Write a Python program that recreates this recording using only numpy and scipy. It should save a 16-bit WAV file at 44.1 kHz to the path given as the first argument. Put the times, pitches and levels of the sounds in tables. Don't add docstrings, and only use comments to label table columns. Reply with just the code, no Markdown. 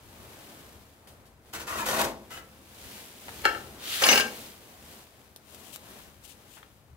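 import sys
import numpy as np
from scipy import signal
from scipy.fft import rfft, irfft, next_fast_len
from scipy.io import wavfile
from scipy.ndimage import map_coordinates

SR = 44100
rng = np.random.default_rng(int(sys.argv[2]) if len(sys.argv) > 2 else 0)


def digitize_waveform(pressure):
    field = np.atleast_2d(pressure).T
    bounded = np.clip(field, -1, 1)
    quanta = np.round(bounded * 32767).astype(np.int16)
    wavfile.write(sys.argv[1], SR, quanta)


N = 307087
TIME = np.arange(N) / SR


def undb(db):
    return 10 ** (np.asarray(db) / 20)


def unit(x):
    return x / np.sqrt(np.mean(x ** 2))


def along(points, hz):
    f, value = np.transpose(points)
    return np.interp(np.log(np.maximum(hz, 1)), np.log(f), value)


def shape(x, gain):
    size = next_fast_len(N + SR)
    spectrum = rfft(x, size) * gain(np.fft.rfftfreq(size, 1 / SR))
    return irfft(spectrum, size)[..., :N]


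def response(points, size=4096):
    hz = np.maximum(np.fft.rfftfreq(size, 1 / SR), 1)
    octaves_below = np.maximum(np.log2(points[0][0] / hz), 0)
    octaves_above = np.maximum(np.log2(hz / points[-1][0]), 0)
    level_db = along(points, hz) - 18.4 * (octaves_below + octaves_above)
    cepstrum = irfft(np.log(undb(level_db)))
    cepstrum[1:size // 2] *= 2
    cepstrum[size // 2 + 1:] = 0
    h = irfft(np.exp(rfft(cepstrum)))
    return h / np.linalg.norm(h)


def through(x, h):
    return signal.fftconvolve(x, np.atleast_2d(h), axes=1)[:, :N]


def resonances(rows):
    t = TIME[:SR // 4]
    ring = 0
    for k, (hz, width, db) in enumerate(rows):
        turn = 2 * np.pi * hz * t
        build_up = 1 - np.exp(-hz * t / 2)
        fade = np.exp(-np.pi * width * t) * build_up
        mid = (-1) ** k * np.sin(turn)
        side = (-1) ** (k // 2) * np.cos(turn)
        ring = ring + undb(db) * width * fade * np.array([mid, side])
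    return ring / np.linalg.norm(ring[0])


def flutter(hz, depth_db):
    steps = rng.standard_normal(N // 16)
    wander = np.interp(TIME * hz, np.arange(len(steps)), steps)
    return unit(undb(depth_db * wander))


def contacts(hz, rough_db):
    return rng.standard_normal((2, N)) * flutter(hz, rough_db)


def bursts(rows):
    force = np.zeros(N)
    for start, db, length in rows:
        age = TIME[TIME >= start] - start
        force[N - len(age):] += undb(db) * np.exp(-age / length)
    return force * rng.standard_normal((2, N))


def blows(rows):
    force = np.zeros((2, N))
    for start, db, length in rows:
        force[:, int(start * SR)] += undb(db) * np.sqrt(length * SR / 2)
    return force


def stroke(start, length, attack_s, release_s, sag_db_per_s=0):
    age = np.maximum(TIME - start, 0)
    rise = np.minimum(age / attack_s, 1)
    held = undb(-sag_db_per_s * np.minimum(age, length))
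    return rise * held * np.exp(-np.maximum(age - length, 0) / release_s)


def swells(rows, axis=2):
    power = sum(undb(row[axis]) ** 2 * np.exp(-((TIME - row[0]) / row[1]) ** 2) for row in rows)
    return np.sqrt(power)


def waver(x, share, hz):
    drift = np.log(flutter(hz, 20 / np.log(10)))
    lag = (drift - drift.mean()) * share / hz
    return np.array([map_coordinates(channel, [(TIME - lag) * SR], order=3) for channel in x])


# (frequency [Hz], relative peak response [dB], 60 dB decay time [s])
PANEL_MODES = [(209.8, 0, 0.41), (344, -4, 1), (502, 14, .5), (500, 2, 0.61), (552, 2, 0.22),
               (597, -1.5, 0.27), (785, -1.5, 0.43), (1345, 13, 0.21), (1380, -7.5, 0.098), (1450, 2, 1),
               (1720, -8.5, 0.36), (1856, 8, 0.32), (2140, -3, 0.38), (2430, -7, 0.14),
               (2745, -14.5, 0.203), (2960, -2.5, 0.31), (3130, -6.5, 0.14), (2900, -6, 0.27),
               (4200, -13, .23), (4750, -12, .3), (5949, -6, 0.29)]


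def panel(x, ring_db):
    t = TIME[:SR]
    ring = np.zeros(SR)
    for hz, db, t60 in PANEL_MODES:
        ring += undb(db) / t60 * np.sin(2 * np.pi * hz * t) * undb(-60 * t / t60)
    return x + undb(ring_db) * through(x, ring * 2 * np.log(1000) / SR)


# (frequency [Hz], 60 dB decay time [s])
ROOM_DECAY = [(120, 0.8), (400, 0.58), (1500, 0.28), (5000, 0.32), (14000, 0.15)]
# (delay [s], mid gain [ratio], side gain [ratio])
NEAR_ECHOES = [(.0017, 0.26, -0.28), (.0042, -0.2, 0.28), (.0069, .28, .25), (0.012, -0.17, -0.19)]


def room(x, wet_db):
    count = SR * 3 // 4
    hz, t, cells = signal.stft(rng.standard_normal((2, count)), SR, nperseg=256)
    decay = np.exp(-np.log(1000) * t / along(ROOM_DECAY, hz)[:, None])
    build_up = 1 - np.exp(-t / 0.0061)
    tail = signal.istft(cells * decay * build_up, SR)[1]
    early = np.zeros_like(tail)
    for delay, mid, side in NEAR_ECHOES:
        early[:, int(delay * SR)] += mid, side
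    paths = signal.sosfilt(signal.butter(2, 2600, "high", fs=SR, output="sos"), early)
    paths += undb(wet_db) * tail / np.linalg.norm(tail, axis=1, keepdims=True)
    paths[:, 0] += .9
    return through(x, paths)


# (frequency [Hz], gain of the side [dB])
SIDE_WIDTH = [(60, -12), (200, -14), (400, -10), (750, -6), (1400, 0), (8000, 0), (15000, -1.5)]
# (frequency [Hz], left minus right [dB])
LEFT_TILT = [(100, 5.5), (400, 2), (1300, 6.5), (2400, 5), (4400, 2), (15000, 1.5)]


def ports(pair, lean, shared=.13):
    quadrature = shape(pair[0], lambda hz: -1j)
    side = np.sqrt(1 - shared) * pair[1] + np.sqrt(shared) * quadrature
    side = shape(side, lambda hz: undb(along(SIDE_WIDTH, hz)))
    tilt = np.array([[lean], [-lean]]) / 2
    left_right = np.array([pair[0] + side, pair[0] - side])
    return shape(left_right, lambda hz: undb(tilt * along(LEFT_TILT, hz)))


# (frequency [Hz], relative level [dB])
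RUMBLE_SPECTRUM = [(13, -51), (22, -16), (45, -11.5), (70, 1.5), (160, -9.5), (210, -34.5), (350, -120)]


def fire():
    draught = contacts(7.8, 1.0) * flutter(3.6, depth_db=1)
    return undb(-62) * through(draught, response(RUMBLE_SPECTRUM))


# (frequency [Hz], relative level [dB])
RUB_SPECTRUM = [(71, -27.5), (120, -6), (176, -5.5), (205, 1), (238, -2.5), (274, -2.5), (587, -5.5),
                (989, -9.5), (2500, -21), (3250, -45.5), (5500, -120)]
# (frequency [Hz], relative level [dB])
SWISH_SPECTRUM = [(880, -28.5), (1500, -4), (3120, 0), (5500, -4.5), (14900, -5), (15500, -6.5)]
# (middle [s], half length [s], relative rub level [dB], relative swish level [dB])
ARM_MOVEMENTS = [(.42, 0.32, -56.5, -55.5), (1.16, 0.15, -63, -69.5), (1.49, .04, -63.5, -63.5),
                 (2.42, 0.49, -62, -62), (2.94, 0.15, -56.5, -49.5), (3.42, 0.18, -55.5, -49),
                 (3.86, 0.45, -55.5, -56), (4.37, 0.12, -54.5, -47.5), (4.7, 0.14, -60, -58),
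                 (4.93, 0.097, -58.5, -54), (5.2, .14, -65, -63.5), (5.62, 0.13, -58.5, -58.5),
                 (5.94, 0.12, -57, -54.5), (6.4, 0.28, -65.5, -62.5)]
REST_RUB_DB, REST_SWISH_DB = -68.5, -72.5


def sleeve():
    rub_force = np.hypot(swells(ARM_MOVEMENTS), undb(REST_RUB_DB))
    swish_force = np.hypot(swells(ARM_MOVEMENTS, axis=3), undb(REST_SWISH_DB))
    rub = through(contacts(40, 0.5) * rub_force, response(RUB_SPECTRUM))
    swish = through(contacts(600, 1.3) * swish_force, response(SWISH_SPECTRUM))
    return undb(4.0) * rub + undb(0.76) * swish


# (middle [s], half length [s], relative level [dB])
BUMP_SWELLS = [(.2, .14, -56.5), (.68, .1, -59), (1.17, .08, -62), (2.42, .06, -59), (2.86, 0.069, -55),
               (3.48, 0.14, -52), (4.12, 0.11, -53), (4.42, 0.033, -56.5), (6.03, 0.065, -59),
               (6.92, .06, -54)]


def low_bumps():
    return through(contacts(9, .8) * swells(BUMP_SWELLS), response(RUMBLE_SPECTRUM))


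# (time [s], relative level [dB], decay time [s])
TICK_EVENTS = [(1.073, -53.5, 0.046), (1.255, -61.5, 0.038), (3.453, -26.5, 0.0018), (5.362, -32, 0.00065),
               (5.373, -49, 0.00067), (5.546, -43, 0.0036), (5.76, -31, 0.00081)]
# (frequency [Hz], relative level [dB])
TICK_SPECTRUM = [(400, 1.5), (1800, -9), (3000, -1.5), (6000, -7.5), (10000, -3.5), (15000, -7.5)]
# (time [s], relative level [dB], decay time [s])
TAP_EVENTS = [(1.072, -53, 0.0066), (3.283, -34.5, 0.0029), (3.2915, -36.5, 0.0022), (6.568, -51.5, 0.025),
              (6.629, -46.5, 0.0056)]
# (frequency [Hz], relative level [dB])
TAP_SPECTRUM = [(400, -9), (750, 4), (1600, 2.5), (2600, -5), (4000, -8.5), (7000, -30)]


def ticks():
    crisp = through(bursts(TICK_EVENTS), response(TICK_SPECTRUM))
    dull = through(bursts(TAP_EVENTS), response(TAP_SPECTRUM))
    return room(crisp + dull, wet_db=-13)


# (start [s], length [s], relative force [dB], relative tongue singing [dB])
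HAND_SHOVES = [(1.525, 0.033, -8, -50), (1.591, 0.024, -11, -52), (1.664, 0.14, -7.5, -40),
               (1.789, 0.032, -5.5, -33), (1.852, 0.03, -1, -46), (1.871, 0.098, -1, -40.5),
               (1.978, 0.031, 1.5, -37.5), (2.026, 0.018, -1.5, -52)]


def shoves(axis):
    pushes = [undb(row[axis]) * stroke(row[0], row[1], attack_s=0.011, release_s=0.032)
              for row in HAND_SHOVES]
    return np.max(pushes, axis=0)


# (time [s], relative level [dB], chatter decay time [s])
SLIDER_CATCHES = [(1.535, -35, 0.0064), (1.554, -39, 0.0025), (1.682, -40, 0.016), (1.806, -36, 0.0057),
                  (1.885, -26.5, 0.013), (1.924, -42, .004), (2.001, -40, 0.004), (2.014, -18.5, 0.0029)]
# (frequency [Hz], relative level [dB])
GRIND_SPECTRUM = [(180, -21), (300, 0), (389, -7.5), (424, -9.5), (468, 2.5), (550, -4), (587, -7),
                  (676, -5), (868, -3), (946, -6), (1210, -6), (1400, -2.5), (2230, -8.5), (2510, -16),
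                  (4000, -19), (5200, -42), (8800, -120)]
# (frequency [Hz], relative level [dB])
GRIT_SPECTRUM = [(1470, -37), (2500, -2.5), (5160, -7), (6440, -5.5), (9290, -9), (12600, -7.5),
                 (13900, -10), (14900, -21), (15500, -7.5)]
# (frequency [Hz], width [Hz], relative level [dB])
TONGUE_MODES = [(992, 37, -5), (1084, 34, -5.5), (1208, 38, -9.5), (1394, 31, -6), (1816, 49, -10.5),
                (2584, 60, -14)]
# (frequency [Hz], width [Hz], relative level [dB])
GROAN_MODES = [(596, 25, -4), (679, 37, 0), (827, 27, 1), (930, 36, -4.5), (1103, 40, -3)]
# (frequency [Hz], width [Hz], relative level [dB])
LOOSE_MODES = [(1327, 28, 2.5), (2004, 40, -6), (2590, 40, -8.5), (2930, 33, -7)]
# (frequency [Hz], width [Hz], relative level [dB])
BOX_MODES = [(57, 6.2, 1), (82.6, 13, -7), (150.5, 18, -1.5), (216, 25, 6), (256, 21, -24), (340.5, 9.6, 3),
             (389, 16, 1.5), (498, 19, -4), (610, 32, 1), (660, 23, 1), (759, 40, -1.5)]
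GRIT_GROWTH, DRONE_GROWTH, GROAN_GROWTH, SHUDDER_GROWTH = 0.98, 1.57, 3.3, 0.32
STICK_SLIP_HZ, STICK_SLIP_DB = 64.88, 1.5
TONGUE_WAVER, TONGUE_WAVER_HZ = 0.0177, 14


def slider():
    slip = stroke(2.297, 0.084, attack_s=0.019, release_s=.02, sag_db_per_s=66)
    force = shoves(axis=2) * flutter(STICK_SLIP_HZ, STICK_SLIP_DB) + undb(-12.5) * slip
    catches = bursts(SLIDER_CATCHES)

    grind = undb(-33.5) * contacts(170, 4.1) * force + undb(-5.5) * catches
    grit = undb(-34) * contacts(430, 1.7) * force ** GRIT_GROWTH + undb(-2.5) * catches
    song = undb(1.0) * through(contacts(120, 2.0) * shoves(axis=3), resonances(TONGUE_MODES))
    groan = undb(-36) * through(contacts(120, 2.3) * force ** GROAN_GROWTH, resonances(GROAN_MODES))
    release = undb(-46) * through(contacts(96, 1.6) * slip, resonances(LOOSE_MODES))
    drone = undb(-35.5) * through(contacts(60, 1.9) * force ** DRONE_GROWTH, resonances(BOX_MODES))
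    shudder_force = contacts(14, 0.92) * force ** SHUDDER_GROWTH
    shudder = undb(-51) * through(shudder_force, response(RUMBLE_SPECTRUM))

    bent = waver(song + groan, TONGUE_WAVER, TONGUE_WAVER_HZ)
    body = through(grind, response(GRIND_SPECTRUM)) + bent + drone + release
    bright = through(grit, response(GRIT_SPECTRUM))
    return room(body, wet_db=-6.5) + room(bright, wet_db=-11) + shudder


# (time [s], relative level [dB], rattle decay time [s])
LATCH_KNOCKS = [(3.4528, -11, 0.0048), (3.4605, -21, 0.0068), (3.481, -34, 0.0087), (3.548, -34, 0.012)]
# (frequency [Hz], width [Hz], relative level [dB])
LATCH_MODES = [(507, 68, -9), (845, 26, 3), (1330, 50, 1), (1437, 21, -0.5), (1584, 57, 1.5), (1765, 36, 5),
               (2243, 49, -5), (2770, 60, -4), (3180, 150, -12), (4180, 180, -13.5), (5170, 170, -18.5)]
# (frequency [Hz], relative level [dB])
RATTLE_SPECTRUM = [(120, -55), (200, -19), (560, -2.5), (624, -16.5), (818, -1.5), (1040, -23),
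                   (1290, -1.5), (1780, -17), (2060, -17), (2250, -15), (2460, -17.5), (3060, -29.5),
                   (6300, -30), (6900, -28.5), (15000, -48)]


def latch():
    slide = undb(-30) * contacts(300, 2.5) * stroke(3.436, 0.02, attack_s=.008, release_s=.005)
    bar = undb(-.5) * through(blows(LATCH_KNOCKS) + slide, resonances(LATCH_MODES))
    rattle = undb(-6.0) * through(bursts(LATCH_KNOCKS) + slide, response(RATTLE_SPECTRUM))
    return room(panel(bar + rattle, ring_db=-14.5), wet_db=-6.5)


# (frequency [Hz], relative level [dB])
SEAL_SPECTRUM = [(350, -28.5), (600, -13.5), (979, -23.5), (1220, -13), (2190, -11), (3290, -5.5),
                 (4940, -12), (5510, -13.5), (7140, -15.5), (15500, -17.5)]
# (frequency [Hz], relative level [dB])
DRAG_SPECTRUM = [(88, -55), (150, -21.5), (217, -5.5), (381, -8.5), (561, -3.5), (681, -9), (812, -4),
                 (966, -14), (1600, -4.5), (1870, -7), (2920, -21.5), (5650, -15.5), (6110, -12),
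                 (10300, -22), (15500, -20.5)]
# (frequency [Hz], width [Hz], relative level [dB])
EDGE_MODES = [(225.6, 18, -16), (244, 30, 0.5), (515, 25, 1), (565, 68, 0.5), (836, 44, 3), (1066, 38, 3),
              (1246, 40, -3.5), (1643, 22, 6), (1790, 21, 2), (2258, 20, 7), (2403, 21, -4),
              (2710, 55, 2.5), (2840, 10, -19), (2935, 12, 7), (4220, 70, -2.5), (4790, 17, 0.5),
              (5290, 34, -12), (6100, 52, -11), (7330, 76, -18), (9000, 78, -9), (12360, 150, -14)]
# (time [s], relative level [dB], chatter decay time [s])
DOOR_JOLTS = [(4.0372, -11, 0.0063), (4.0885, -14, 0.013), (4.116, -22, .005), (4.128, -13.5, .007),
              (4.158, -20.5, 0.0083), (4.176, -16, 0.0042), (4.207, -20, 0.0086)]
# (frequency [Hz], width [Hz], relative level [dB])
LIP_MODES = [(1230, 130, -13), (2310, 200, -6.5), (2834, 205, 2), (3680, 960, -5), (4700, 210, -13.5),
             (5170, 160, -6.5), (6030, 302, -13), (7420, 500, -21)]
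# (time [s], relative level [dB], decay time [s])
DOOR_THUDS = [(1.88, -33, .025), (2.032, -30, 0.017), (4.013, -28.5, 0.03), (4.09, -32, 0.022),
              (4.118, -26, 0.029), (4.195, -35.5, .015)]
# (frequency [Hz], width [Hz], relative level [dB])
LEAF_MODES = [(85, 18, -11), (207.4, 19, 2), (238, 22, -0.5), (391, 24, -4), (440, 55, 5.5), (506, 28, -5),
              (562.5, 18, 10.5), (736, 21, -7), (831, 28, -2)]
SWING_S, CONTACT_S = 3.767, 4.012


def door():
    speed = stroke(SWING_S, CONTACT_S - SWING_S, attack_s=.17, release_s=.12)
    sweep = undb(-33.5) * through(contacts(500, 1.1) * speed ** 1.34, response(SEAL_SPECTRUM))
    rubbing = undb(-19.5) * stroke(CONTACT_S, 0.17, attack_s=0.01, release_s=0.037, sag_db_per_s=10.5)
    drag = undb(-5.0) * through(contacts(260, 3.9) * rubbing, response(DRAG_SPECTRUM))
    edge = undb(-6.0) * through(contacts(150, 3.5) * rubbing, resonances(EDGE_MODES))
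    strikes = undb(-6.5) * blows(DOOR_JOLTS) + undb(-4) * bursts(DOOR_JOLTS)
    jolts = through(strikes, resonances(LIP_MODES))
    thuds = through(undb(-2.0) * bursts(DOOR_THUDS), resonances(LEAF_MODES))
    body = panel(drag + jolts, ring_db=-8.0) + edge + thuds + squeaks()
    return room(body, wet_db=-12.5) + sweep


# (middle [s], half length [s], pitch [Hz], relative level [dB])
STEEL_SQUEAKS = [(4.048, 0.0043, 4790, -22), (4.058, 0.0079, 11070, -27), (4.105, 0.021, 5960, -24.5),
                 (4.108, 0.02, 2144, -23.5), (4.096, .016, 14540, -46.5), (4.151, .014, 15348, -33),
                 (4.165, 0.04, 11210, -36), (4.166, 0.0096, 1590, -23), (4.221, 0.049, 1603, -30.5)]


def squeaks():
    out = np.zeros((2, N))
    for at, half, hz, db in STEEL_SQUEAKS:
        pitch = hz + 14 * np.log(flutter(200, 9.0))
        phase = 2 * np.pi * np.cumsum(pitch) / SR
        offsets = rng.uniform(0, 2 * np.pi, (2, 1))
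        out += undb(db) * np.exp(-((TIME - at) / half) ** 2) * np.sin(phase + offsets)
    return out


# (middle [s], half length [s], relative level [dB])
FINGER_BRUSHES = [(5.53, 0.045, -50), (5.675, 0.063, -47.5), (5.745, 0.015, -39), (6.252, 0.012, -43.5),
                  (6.305, 0.023, -45), (6.545, 0.043, -50)]
# (frequency [Hz], relative level [dB])
SKIN_SPECTRUM = [(1800, -16), (2900, 1), (5000, -6), (8000, -2.5), (13000, -5.5), (15500, -7)]


def fingers():
    brushes = through(contacts(500, 2.2) * swells(FINGER_BRUSHES), response(SKIN_SPECTRUM))
    return brushes * undb(np.array([[-.5], [-14]]))


# (time [s], left minus right [dB])
GRIP_LEAN = [(4.9, 0.04), (5.5, 1.5)]


def scene():
    lean_db = np.interp(TIME, *np.transpose(GRIP_LEAN))
    near = ports(fire() + sleeve() + low_bumps() + ticks(), lean=0.61, shared=0.0494)
    near = near * undb(np.array([lean_db, -lean_db]) / 2)
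    return near + ports(slider() + door(), lean=0.62) + ports(latch(), lean=1.12) + fingers()


def record(dry):
    return signal.sosfilt(signal.ellip(10, .2, 80, 15700, fs=SR, output="sos"), dry)


dry = scene()
out = record(dry)
digitize_waveform(out)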